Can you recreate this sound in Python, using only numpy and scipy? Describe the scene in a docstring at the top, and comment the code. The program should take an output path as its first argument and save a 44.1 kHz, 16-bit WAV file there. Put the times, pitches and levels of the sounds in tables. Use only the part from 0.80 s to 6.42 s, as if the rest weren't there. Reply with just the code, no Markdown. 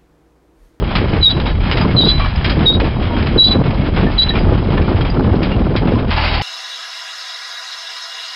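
"""An old potato digger rolls past, its dry bearing squealing loudly once a turn.
Clods of earth thud through its chain of steel rods, the links clatter, rods slap the frame
and loose parts ring, while the tractor pulling it chugs underneath. A limiter turns everything
down during the loudest peaks. The last moment is heard from behind the machine,
where the engine and the bare chain are plainer."""
import sys
import numpy as np
from scipy import signal
from scipy.fft import rfft, irfft, next_fast_len
from scipy.io import wavfile
from scipy.ndimage import uniform_filter1d, minimum_filter1d, map_coordinates

SR = 44100
rng = np.random.default_rng(int(sys.argv[2]) if len(sys.argv) > 2 else 0)


def master(y):
    """Save y as 16-bit WAV."""
    cut = np.clip(np.atleast_2d(y).T, -1, 1)
    pcm = np.round(cut * 32767)  # scale
    wavfile.write(sys.argv[1], SR, pcm.astype(np.int16))


N = 247842
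T = np.arange(N) / SR
BEHIND_S = 5.306  # from here on we listen from behind


def amp(db):
    """Turn decibels into a volume factor."""
    return 10 ** (np.asarray(db) / 20)


def unit(x):
    """Scale a sound to an average strength (rms) of 1."""
    return x / np.sqrt(np.mean(x ** 2) + 1e-20)


def decay(t, fade_s):
    """Die away by 60 dB in fade_s: this is what every 'fade time' below means."""
    return np.exp(-np.log(1000) * t / fade_s)


def noise():
    """A plain, even hiss."""
    return rng.standard_normal(N)


def wobble(rate):
    """A smooth curve through rate random values a second."""
    return map_coordinates(rng.standard_normal(int(N * rate / SR) + 4), [T * rate])


def filtered(x, response):
    """Turn each frequency of x up or down by response(hz)."""
    size = next_fast_len(N + SR // 2)
    return irfft(rfft(x, size) * response(np.fft.rfftfreq(size, 1 / SR)), size)[:N]


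def coloured(x, colour):
    """Shape x with a tone colour, a list of (frequency [Hz], level [dB]), at strength 1."""
    freqs, db = np.transpose(colour)
    return unit(filtered(x, lambda hz: amp(np.interp(np.log(hz + 1), np.log(freqs), db))))


def add(track, s, sound):
    """Mix a sound into the track at second s."""
    part = track[max(round(s * SR), 0):][:len(sound)]
    part += sound[:len(part)]


def contacts(rate, spread_db, fade_s):
    """Little hits at random moments, about rate a second, each a burst of hiss."""
    blows = (rng.random(N) < rate / SR) * amp(spread_db * np.clip(noise(), -2, 2))
    power = signal.lfilter([1], [1, -decay(1 / SR, fade_s) ** 2], blows ** 2)
    return unit(np.sqrt(power) * noise())


# Each time the dry bearing catches, a few times a turn:
# (time [s], length [s], pitch [Hz], level [dB], roughness [0-1], fade time [s], lower tone [Hz])
BEARING_GRIPS = [(0.408, 0.019, 3990, -25, 0.05, .08, 3150), (0.424, 0.037, 3917, -5, 0.14, .05, 3100),
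                 (0.442, 0.045, 3786, -0.5, 0.1, .06, 3370), (0.494, 0.033, 3915, -19, 0.9, 0.31, 3460),
                 (1.163, 0.016, 4070, -16, 0.3, .04, 3260), (1.172, 0.034, 3948, -3, 0.12, .12, 3180),
                 (1.199, 0.038, 3794, -12, 0.3, .1, 3070), (1.234, 0.029, 3850, -11, .35, .1, 3360),
                 (1.242, 0.09, 3990, -12, 0.49, .42, 3400), (1.854, 0.058, 3770, -4.5, 0.13, .08, 3500),
                 (1.915, 0.055, 3820, -20.5, 0.45, .08, 3420), (2.577, 0.056, 3912, 3.5, 0.06, .1, 3170),
                 (2.629, 0.038, 3938, -1.5, 0.24, .08, 3280), (2.648, 0.061, 3995, -19.5, 0.9, .25, 3460),
                 (2.705, 0.033, 3940, -13, 0.33, .12, 3430), (3.38, 0.033, 3912, -1, 0.16, .08, 3100),
                 (3.408, 0.039, 3980, -14.5, 0.48, .18, 3270), (3.484, 0.024, 3900, -15, .35, .12, 3300)]

def bearing():
    """Dry metal grips and squeals; two weaker tones scrape along, then the main one rings out."""
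    free_hz, sag_s = 4040, 0.0058  # a grip drags the wheel's own note down to the grip's pitch
    upper_hz = 4740
    out, t = np.zeros(N), T[:SR // 2]
    # uneven slipping makes each of the three tones tremble
    shake = np.array([wobble(rate) + 1j * wobble(rate) for rate in (200, 200, 260)]) / np.sqrt(2)
    scrape = coloured(noise(), [(2500, -29), (3200, 0.5), (3900, 3.5), (4500, -5), (5400, -20.5)])
    for s, length, hz, db, rough, fade_s, lower_hz in BEARING_GRIPS:
        here = slice(round(s * SR), round(s * SR) + len(t))
        progress = np.minimum(t / length, 1)
        swell = np.abs(np.sin(np.pi * progress)) ** 1.11
        ring = amp(-9) * progress ** 2 * decay(np.maximum(t - length, 0), fade_s)
        cycles = np.cumsum(hz + (free_hz - hz) * np.exp(-t / sag_s)) / SR
        strength = swell * (1 + rough * shake[0, here]) + ring
        squeal = np.imag(strength * np.exp(2j * np.pi * cycles))
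        side_tones = np.exp(2j * np.pi * np.outer([lower_hz, upper_hz], t))
        lower, upper = np.imag((1 + 0.93 * shake[1:, here]) * side_tones)
        rub = amp(-9.5) * lower + amp(-16) * upper + amp(-7) * scrape[here]
        add(out, s, np.sqrt(2) * amp(db) * (squeal + rough * swell * rub))
    return out


# How hard the digger works: (time [s], soil level [dB], chain level [dB])
WORKLOAD = [(0, -25, -30), (0.3, -19.5, -28), (0.5, -25.5, -30.5), (0.679, -20.5, -27),
            (0.79, -26.5, -31.5), (0.95, -18.5, -26.5), (1.248, -23, -33), (1.42, -24.5, -25.5),
            (1.549, -32, -29.5), (1.72, -19.5, -27.5), (1.95, -16.5, -32), (2.15, -25.5, -30.5),
            (2.351, -18.5, -28), (2.8, -19, -31.5), (3.25, -20.5, -30), (3.4, -26.5, -30.5),
            (3.75, -18.5, -31), (5.3, -18, -33.5)]
# Batches of soil tumbling over the chain: (time [s], length [s], level [dB])
SOIL_BATCHES = [(0.014, 0.024, -14.5), (0.211, 0.078, -16.5), (0.32, 0.058, -17.5), (0.559, 0.037, -14.5),
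                (1.048, 0.059, -12.5), (1.145, 0.067, -11.5), (1.235, 0.046, -5.5), (1.762, 0.095, -13.5),
                (1.945, 0.042, -25), (2.02, 0.066, -17), (2.162, 0.054, -15.5), (2.374, 0.024, -26),
                (2.56, 0.025, -8.5), (2.688, 0.047, -19), (2.748, 0.073, -10.5), (2.856, 0.029, -13.5),
                (2.923, 0.066, -20), (3.016, 0.027, -16), (3.06, 0.029, -16), (3.171, 0.038, -11.5),
                (3.226, 0.077, -11.5), (3.494, 0.12, -14.5), (3.628, 0.13, -12.5), (3.852, 0.042, -16),
                (3.924, 0.098, -14), (4.084, 0.093, -15.5), (4.342, 0.3, -13), (4.656, 0.029, -15),
                (4.697, 0.23, -19), (4.906, 0.058, -15), (4.993, 0.188, -14.5), (5.19, 0.074, -23.5)]
# Tone colour of pouring earth: (frequency [Hz], level [dB])
POUR_COLOUR = [(60, -35), (130, -17), (220, 0), (330, 1), (450, -4.5), (650, -7.5), (900, -12.5),
               (1400, -18), (3000, -44)]

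def soil():
    """Clods, crumbs and loose earth cross the chain in a flow, plus batches that come and go."""
    times, flow_db, _ = np.transpose(WORKLOAD)
    power = amp(np.interp(T, times, flow_db)) ** 2
    rise_s, drain_s = 0.008, 0.005
    for s, length, db in SOIL_BATCHES:
        rise = np.clip((T - s) / rise_s + 0.5, 0, 1)
        drain = np.exp(-np.maximum(T - s - length, 0) / drain_s)
        power += (amp(db - 2) * rise * drain) ** 2
    clods = thuds(pitch_hz=198.6, pitch_spread=0.4, fade_cycles=4.6, spread_db=4, count=1100)
    crumbs = thuds(pitch_hz=425, pitch_spread=0.47, fade_cycles=4, spread_db=3, count=1100)
    pour = coloured(contacts(rate=260, spread_db=3, fade_s=0.034), POUR_COLOUR)
    return np.sqrt(power) * (amp(-1) * clods + amp(-8.5) * crumbs + amp(-5) * pour)


def thuds(pitch_hz, pitch_spread, fade_cycles, spread_db, count):
    """Lumps land at random moments, each a short, dull push; deeper ones are louder."""
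    samples = np.arange(SR // 25)
    starts = rng.integers(0, N, count)[:, None]
    pitch, size = np.clip(rng.standard_normal((count, 2)), -2, 2).T[:, :, None]
    cycles = pitch_hz * np.exp(pitch_spread * pitch) * samples / SR
    strength = amp(spread_db * size) * np.exp(-pitch_spread * pitch / 2)
    pushes = strength * np.sin(2 * np.pi * cycles) * cycles * decay(cycles, fade_cycles)
    return unit(np.bincount((starts + samples).ravel(), pushes.ravel(), N)[:N])


# Big clods hitting the chain: (time [s], level [dB], pitch [Hz])
BIG_CLODS = [(0.022, -15, 174), (1.048, -3, 200), (1.091, -10, 164), (1.145, -6, 271), (1.708, -9, 210),
             (1.809, -5, 223), (2.16, -11, 196), (3.066, -6, 287), (3.643, -15, 144), (3.777, -5, 208),
             (3.911, -14, 164), (4.08, -1.5, 176), (4.111, -11, 185), (5.119, -5.5, 498), (5.192, -11, 181)]
# Tone colour of the low part of a hit: (frequency [Hz], level [dB])
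HIT_COLOUR = [(200, -21), (500, -2), (900, 6.5), (1400, 2.5), (2000, -31.5)]

def heavy_clods():
    """A big clod lands with a dull push and crumbles."""
    push, crumble = np.zeros((2, N))
    t = T[:SR // 12]
    for s, db, hz in BIG_CLODS:
        fade = amp(db) * np.exp(-t / 0.0061) * (1 - np.exp(-t / 0.0022))
        add(push, s, fade * np.sin(2 * np.pi * hz * t))
        add(crumble, s, fade)
    return push + amp(-12.5) * crumble * coloured(noise(), HIT_COLOUR)


# Rods hitting the frame: (time [s], level [dB], brightness [dB], fade time [s])
ROD_SLAPS = [(0.1093, -15.5, -3.5, 0.28), (0.1534, -4.5, 3.5, 0.16), (0.21, -20.5, -3, 0.088),
             (0.332, -16.5, -2.5, .22), (0.5998, -14, 2, 0.16), (0.6697, -19, 3, 0.11),
             (0.9132, -2.5, 5, 0.12), (0.971, -10.5, 4.5, .21), (1.013, -15.5, -8, 0.22),
             (1.2543, -13.5, 12.5, 0.28), (1.645, -6.5, 7, 0.19), (1.6965, -10.5, 9.5, .15),
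             (1.7913, -16.5, 1, 0.084), (2.0008, -7.5, 1, 0.11), (2.0437, -17, -2, 0.24),
             (2.4266, -14.5, 5, 0.058), (2.4696, -11, 3, .07), (2.8606, -17.5, -7, 0.16),
             (2.9069, -16.5, -2, 0.065), (3.163, -14.5, -2.5, 0.65), (3.5566, -12.5, -1.5, 0.31),
             (3.919, -18.5, 1, 0.19), (3.9752, -15, -8, .1), (4.0173, -17.5, 5, .09),
             (4.2102, -11.5, -1.5, .08), (4.2499, -15.5, -1, 0.15), (4.6308, -10.5, 5, 0.14),
             (4.7175, -18.5, 0, 0.14), (4.963, -7.5, 7, .12), (5.0739, -16.5, -6, .17),
             (5.3112, -10, -2, .4), (5.3776, -15.5, -5, 0.36)]
# Tone colours of the rattle and of high, gritty hiss: (frequency [Hz], level [dB])
RATTLE_COLOUR = [(900, -13), (1500, -1.5), (2400, 1.5), (3300, -3.5), (4000, -7.5), (4600, -22)]
GRIT_COLOUR = [(2000, -23.5), (3500, -4), (4100, 6), (4500, -2), (4900, 6.5), (5500, -11.5)]

def rod_slaps():
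    """A rod slaps the frame: a sharp crack, then a rattling crash that sets the steel ringing."""
    low, mid, high = np.zeros((3, N))
    t = T[:SR // 3]
    for s, db, bright_db, fade_s in ROD_SLAPS:
        crack = 0.3 * np.exp(-t / 0.0012)
        fade = amp(db - 10.5) * (decay(t, fade_s) + crack)
        add(low, s, amp(-3.5 - bright_db) * fade)
        add(mid, s, fade)
        add(high, s, amp(-12.5 + bright_db) * fade)
    rattle = coloured(contacts(rate=4100, spread_db=0, fade_s=0.0033), RATTLE_COLOUR)
    crash = low * coloured(noise(), HIT_COLOUR) + mid * rattle + high * coloured(noise(), GRIT_COLOUR)
    return crash + amp(-9) * steel(mid * noise())


# The notes the steel frame rings on: (pitch [Hz], level [dB], fade time [s])
FRAME_NOTES = [(872, 5, 0.024), (1031, 0.5, 0.098), (1220, -9, 0.068), (1709, 1, 0.11), (2185, 3, 0.13),
               (2360, -1.5, 0.17), (2620, -12, 0.14), (2970, -1, 0.037), (3236, 2, 0.17),
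               (3030, -8.5, 0.22), (3850, -4, 0.19), (4480, -11.5, 0.17), (4880, -16, 0.062)]

def steel(blows):
    """Struck steel rings; which notes stand out depends on where each blow lands."""
    out = np.zeros(N)
    for hz, db, fade_s in FRAME_NOTES:
        keep = decay(1 / SR, fade_s)
        spot_db = 4 * np.interp(T, np.linspace(0, T[-1], num=160), rng.standard_normal(160))
        feedback = [1, -2 * keep * np.cos(2 * np.pi * hz / SR), keep ** 2]
        out += amp(db) * unit(signal.lfilter([1], feedback, blows * amp(spot_db)))
    return unit(out) * np.std(blows)


# Tone colour of the clattering links: (frequency [Hz], level [dB])
CLATTER_COLOUR = [(250, -15.5), (600, -1), (900, -1), (1400, -2.5), (1900, -4.5), (2300, -5), (2800, -5.5),
                  (3300, -6.5), (3700, -13.5), (5400, -30.5)]

def chain():
    """Links knock over rollers and ring the frame; grit and small stones sift between the rods."""
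    times, _, chain_db = np.transpose(WORKLOAD)
    knocks = contacts(rate=130, spread_db=6, fade_s=0.2)
    frame = steel(contacts(rate=120, spread_db=1, fade_s=0.012))
    clatter = amp(-1) * coloured(knocks, CLATTER_COLOUR) + amp(-8) * frame
    grit = coloured(knocks + 0.9 * contacts(rate=1700, spread_db=1.5, fade_s=0.0033), GRIT_COLOUR)
    stones = coloured(contacts(rate=13, spread_db=2.5, fade_s=0.055), GRIT_COLOUR)
    return amp(np.interp(T, times, chain_db)) * (clatter + amp(-16.5) * grit + amp(-21) * stones)


# Tone colour of the chain from behind: (frequency [Hz], level [dB])
JANGLE_COLOUR = [(100, -33), (280, -1), (500, -10.5), (700, -6), (900, -4.5), (1400, -8), (1900, -8),
                 (2400, -6.5), (3200, -8.5), (3800, -12), (4700, -10), (5500, -20.5)]

def bare_chain():
    """From behind, the rods jangle with no side plate in the way."""
    knocks = contacts(rate=200, spread_db=2, fade_s=0.15)
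    return amp(-20.5) * coloured(knocks, JANGLE_COLOUR) + amp(-28.5) * unit(steel(knocks))


# Loose steel parts ringing on one note: (time [s], pitch [Hz], level [dB], fade time [s])
PART_PINGS = [(1.011, 4900, -20.5, .11), (1.4, 1145, -17.5, 0.19), (1.405, 2360, -22, .2),
              (1.439, 1094, -18.5, 0.12), (1.446, 1250, -19, 0.11), (1.446, 2320, -24, 0.16),
              (1.56, 4960, -22, 0.033), (1.645, 3230, -16, 0.08), (1.698, 3230, -22.5, 0.14),
              (2.305, 937, -20.5, 0.36), (3.266, 1780, -20, 0.14), (3.505, 1815, -17, 0.079),
              (3.552, 2400, -18.5, .11), (3.59, 4850, -29, 0.13), (3.974, 1751, -22.5, 0.16),
              (4.21, 3250, -21.5, .085), (4.301, 4850, -20.5, .05), (4.722, 2800, -22, 0.1),
              (5.156, 1020, -20, .15), (5.376, 870, -14, .17), (5.452, 2540, -16.5, 0.16),
              (5.598, 798, -15, .13)]

def loose_parts():
    """A loose part is struck with a gritty tick, chatters and rings on."""
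    ring, ticks = np.zeros((2, N))
    t = T[:SR // 4]
    chatter = wobble(220)
    rise = 1 - np.exp(-t / 0.00077)
    for s, hz, db, fade_s in PART_PINGS:
        phase = 2 * np.pi * hz * t + 0.5 * np.roll(chatter, -round(s * SR))[:len(t)]
        add(ring, s, amp(db) * np.sin(phase) * rise * decay(t, fade_s))
        add(ticks, s, amp(db - 8.5) * np.exp(-t / 0.0044))
    return ring + ticks * coloured(noise(), [(500, -18.5), (1200, 6), (3000, 2), (5400, -8)])


# Brief swells in the low rumble: (time [s], rise in level [dB])
RUMBLE_SWELLS = [(.4, 4.5), (0.649, 4), (.78, 3.5), (1.39, 8), (1.6, 5), (1.761, 7), (1.999, 5.5),
                 (2.19, 4), (3.14, 2.5), (3.28, 4), (3.679, 7), (4, 6.5)]
# Tone colour of the rumbling ground: (frequency [Hz], level [dB])
RUMBLE_COLOUR = [(12, -17.5), (25, -4.5), (40, 3), (60, 0), (90, -2), (130, -7.5), (220, -14), (500, -66.5)]

def ground_rumble():
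    """The digging blade rumbles through the ground; now and then the rumble swells briefly."""
    swell_s = 0.031
    swells_db = sum(db / (1 + ((T - s) / swell_s) ** 2) for s, db in RUMBLE_SWELLS)
    return amp(-18.5 + swells_db + 0.36 * wobble(6.5)) * coloured(noise(), RUMBLE_COLOUR)


# The tones in the exhaust note: (multiple of the firing rate, level [dB])
EXHAUST_TONES = [(1, 1), (2, 2), (3, -4.5), (4, -19), (5, -11.5), (6, -21), (7, -21.5)]

def engine():
    """The tractor's exhaust beats a little unevenly, with a puff of noise as the fuel burns."""
    firing_hz = 39.89 * (1 + 0.01216 * wobble(5.5))
    phase = 2 * np.pi * np.cumsum(firing_hz) / SR
    note = unit(sum(amp(db + 0.83 * wobble(22)) * np.cos(k * phase) for k, db in EXHAUST_TONES))
    puffs = coloured(noise() * (1 + np.cos(phase)) ** 2, CLATTER_COLOUR)
    return amp(np.where(T < BEHIND_S, -25, -18.5)) * (note + amp(-14.5) * puffs)


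def scene():
    """The digger from the side, then from behind."""
    beside = ground_rumble() + soil() + chain() + heavy_clods() + bearing()
    behind = bare_chain() + amp(-22.5) * coloured(noise(), RUMBLE_COLOUR)
    return (np.where(T < BEHIND_S, beside, behind) + engine() + rod_slaps() + loose_parts())[None]


def record(dry):
    """A fast limiter turns the loudest peaks down, then the highest treble is cut away."""
    ceiling, top_hz = 0.85, 5420
    needed = np.minimum(1, ceiling / (np.abs(dry[0]) + 1e-9))
    gain = uniform_filter1d(minimum_filter1d(needed, size=600), size=400)
    return filtered(dry[0] * gain, lambda hz: 1 / np.sqrt(1 + (hz / top_hz) ** 120))[None]


dry = scene()
out = record(dry)
master(out)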